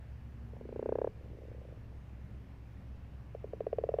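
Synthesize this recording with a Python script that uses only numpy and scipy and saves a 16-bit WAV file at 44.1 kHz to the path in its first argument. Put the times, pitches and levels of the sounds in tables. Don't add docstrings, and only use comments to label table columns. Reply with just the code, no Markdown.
import sys
import numpy as np
from scipy import signal
from scipy.fft import rfft, irfft
from scipy.io import wavfile
from scipy.ndimage import uniform_filter1d

SR = 44100
rng = np.random.default_rng(int(sys.argv[2]) if len(sys.argv) > 2 else 0)


def generate_wav(signal):
    frames = np.transpose(np.atleast_2d(signal))
    scaled = np.clip(frames, -1, 1) * 32767
    pcm = np.round(scaled).astype(np.int16)
    wavfile.write(sys.argv[1], SR, pcm)


N = 176400


def gain_of(db):
    return 10 ** (np.asarray(db) / 20)


def unit_rms(x):
    return x / np.sqrt(np.mean(x ** 2) + 1e-20)


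def add(mix, start_s, sound):
    part = mix[round(start_s * SR):][:len(sound)]
    part += sound[:len(part)]


def drift(rate_hz):
    hz = np.fft.rfftfreq(N, 1 / SR)
    return unit_rms(irfft(rfft(rng.standard_normal(N)) * np.exp(-(hz / rate_hz) ** 2), N))


def machinery_hum(waver=0.17, stray_rad=0.41):
    # pitch_hz, drift_hz, level_db
    tones = [(64.5, 4.5, -51), (72.1, 6.6, -61), (108.6, 6.3, -55.5), (119.76, 8.1, -59.5),
             (139.7, 9.7, -62.5)]
    t = np.arange(N) / SR
    out = np.zeros(N)
    for pitch_hz, drift_hz, level_db in tones:
        strength = 1 + waver * drift(drift_hz)
        phase = 2 * np.pi * pitch_hz * t + stray_rad * drift(drift_hz)
        out += gain_of(level_db) * unit_rms(strength * np.sin(phase))
    return out


def far_engine(flutter=0.31, flutter_hz=8):
    # time_s, pitch_hz, level_db
    glide = [(0, 229, -74), (.45, 233, -57), (0.901, 241, -54.5), (1.199, 245.3, -72.5), (1.749, 255, -64),
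             (2.1, 257.6, -77), (2.451, 267, -63.5), (2.9, 272.8, -64), (3.25, 265, -69.5),
             (3.421, 316, -62.5), (3.7, 313, -58), (4, 306, -74)]
    time_s, pitch_hz, level_db = np.transpose(glide)
    t = np.arange(N) / SR
    strength = gain_of(np.interp(t, time_s, level_db)) * (1 + flutter * drift(flutter_hz))
    phase = 2 * np.pi * np.cumsum(np.interp(t, time_s, pitch_hz)) / SR
    return strength * np.sin(phase)


def night_air(level_db=-53.5, patchy_db=1.04):
    # frequency_hz, relative_db
    colour = [(20, -2), (32, 2), (44, -9), (68, 2.5), (88, 1.5), (125, -3), (170, -2.5), (230, -7.5),
              (320, -13.5), (480, -16), (800, -21), (1300, -27), (1800, -27), (2700, -31), (3200, -36.5),
              (4100, -40.5), (5400, -42.5), (8200, -50.5), (12000, -51.5), (15000, -50)]
    frequency_hz, relative_db = np.transpose(colour)
    hz = np.fft.rfftfreq(2048, 1 / SR)
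    colour_db = np.interp(np.log(hz + 1), np.log(frequency_hz), relative_db)
    real, imag, patches = rng.standard_normal((3, N // 512 + 5, len(hz)))
    patches = uniform_filter1d(patches, size=10, axis=0)
    patches = unit_rms(uniform_filter1d(patches, size=16, axis=1))
    spectra = (real + 1j * imag) * gain_of(colour_db + patchy_db * patches)
    noise = signal.istft(spectra.T, nperseg=2048, noverlap=1536)[1][:N]
    return gain_of(level_db) * unit_rms(noise)


def croak(pulses, resonances, trim_db, lead_s=.0032, puff_db=-40.5, puff_s=.002, puff_hz=2810):
    out = np.zeros(N)
    t = np.arange(2048) / SR
    soften = signal.butter(N=6, Wn=puff_hz, fs=SR)
    puff_shape = t / puff_s * np.exp(1 - t / puff_s)
    for crest_s, pulse_db, pitch_ratio in pulses:
        ring = np.zeros(len(t))
        for pitch_hz, mode_db, rise_ms, tightness in resonances:
            age = t * 1000 / rise_ms
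            swell = (age * np.exp(1 - age)) ** tightness
            ring -= gain_of(mode_db) * swell * np.sin(2 * np.pi * pitch_hz * pitch_ratio * t)
        puff = unit_rms(signal.lfilter(*soften, rng.standard_normal(len(t)))) * puff_shape
        add(out, crest_s - lead_s, gain_of(pulse_db + trim_db) * (ring + gain_of(puff_db) * puff))
    return out


def first_frog():
    # crest_s, relative_db, pitch_ratio
    pulses = [(.5368, -43, 0.94), (.568, -44.5, 1.15), (.6132, -38, 0.98), (.6561, -37.5, 0.83),
              (.6928, -36, 0.96), (.7284, -33.5, 0.95), (.763, -30, .93), (.7963, -26.5, .95),
              (.8295, -27, .96), (.8617, -24, .97), (.8933, -23, 0.98), (.9257, -21, .985),
              (.9573, -22.5, 1.01), (.9888, -23.5, 1.005), (1.0188, -22.5, 1.03), (1.0474, -21.5, 1.02),
              (1.0758, -24.5, 1.006)]
    # pitch_hz, relative_db, rise_ms, tightness
    resonances = [(545, 1.5, 2.49, 4.4), (482, -8.5, 4.84, 6.9), (763, -6.5, 1.21, 1.7),
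                  (1620, -31, 2.9, 2.6), (2520, -44.5, 1.4, 2.4), (415, -28, 23, 11), (273, -29, 14.5, 7)]
    return croak(pulses, resonances, trim_db=0.05)


def faint_frogs():
    # crest_s, relative_db, pitch_ratio
    pulses = [(1.1778, -54, 1), (1.2136, -47.5, 0.86), (1.2465, -47.5, 0.77), (1.2615, -47.5, 1.01),
              (1.2817, -52, 1.03), (1.3025, -47, 0.8), (1.3176, -46, 0.76), (1.335, -46, 0.99),
              (1.3514, -43.5, 0.76), (1.373, -46.5, 1.01), (1.3891, -41.5, 0.88), (1.4211, -42.5, 0.98),
              (1.437, -42, 0.82), (1.4538, -43, 1), (1.4858, -42.5, 0.88), (1.5179, -41.5, 0.95),
              (1.5501, -41.5, 0.93), (1.5835, -46, 0.93), (1.6182, -43, 0.96), (1.6534, -43, 0.97),
              (1.6891, -45.5, .99), (1.7267, -43.5, 0.96), (1.7746, -50, 0.92), (3.4766, -48, .85),
              (3.5702, -49, 0.84), (3.6422, -44, 0.53), (3.7014, -52, .82), (3.7553, -50, 0.93),
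              (3.816, -39, .92), (3.8694, -40, 1), (3.9193, -37.5, 1.13), (3.9682, -40.5, 1.2)]
    # pitch_hz, relative_db, rise_ms, tightness
    throat = [(511, 1.5, 2.94, 3.3), (416, -20, 7.6, 3.1)]
    return croak(pulses, throat, trim_db=-2.5)


def second_frog():
    # crest_s, relative_db, pitch_ratio
    pulses = [(3.3511, -31.5, 1.02), (3.4448, -30.5, 0.94), (3.5361, -28, 0.99), (3.6083, -23.5, 1),
              (3.6696, -22.5, 0.99), (3.7316, -21, 1.016), (3.7872, -20, 1.004), (3.8404, -20.5, 1.015),
              (3.8923, -20, 1.017), (3.9421, -19.5, 1.005), (3.9889, -19.5, 1.02)]
    # pitch_hz, relative_db, rise_ms, tightness
    throat = [(552, -0.05, 3.46, 4.5), (501, -6.1, 5.97, 7.8), (460.6, -8.5, 4.36, 1.23),
              (1090, -26.5, 1.83, 2.1), (1730, -33, 1.5, 1.9), (2690, -34, 0.89, 3.4)]
    return croak(pulses, throat, trim_db=-1.2)


def bank_echoes(source, level_db=-30.5, t60_s=.12, predelay_s=.005):
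    t = np.arange(SR // 4) / SR
    tail = rng.standard_normal(len(t)) * gain_of(-60 * t / t60_s) * (t > predelay_s)
    return gain_of(level_db) * signal.fftconvolve(source, tail / np.linalg.norm(tail))[:N]


def scene():
    frogs = first_frog() + second_frog() + faint_frogs()
    return (frogs + bank_echoes(frogs) + machinery_hum() + far_engine() + night_air())[None]


def record(dry, cutoff_hz=15600):
    lowpass = signal.firwin(511, cutoff_hz, window=("kaiser", 9), fs=SR)
    return signal.oaconvolve(dry, lowpass[None], "same")


dry = scene()
out = record(dry)
generate_wav(out)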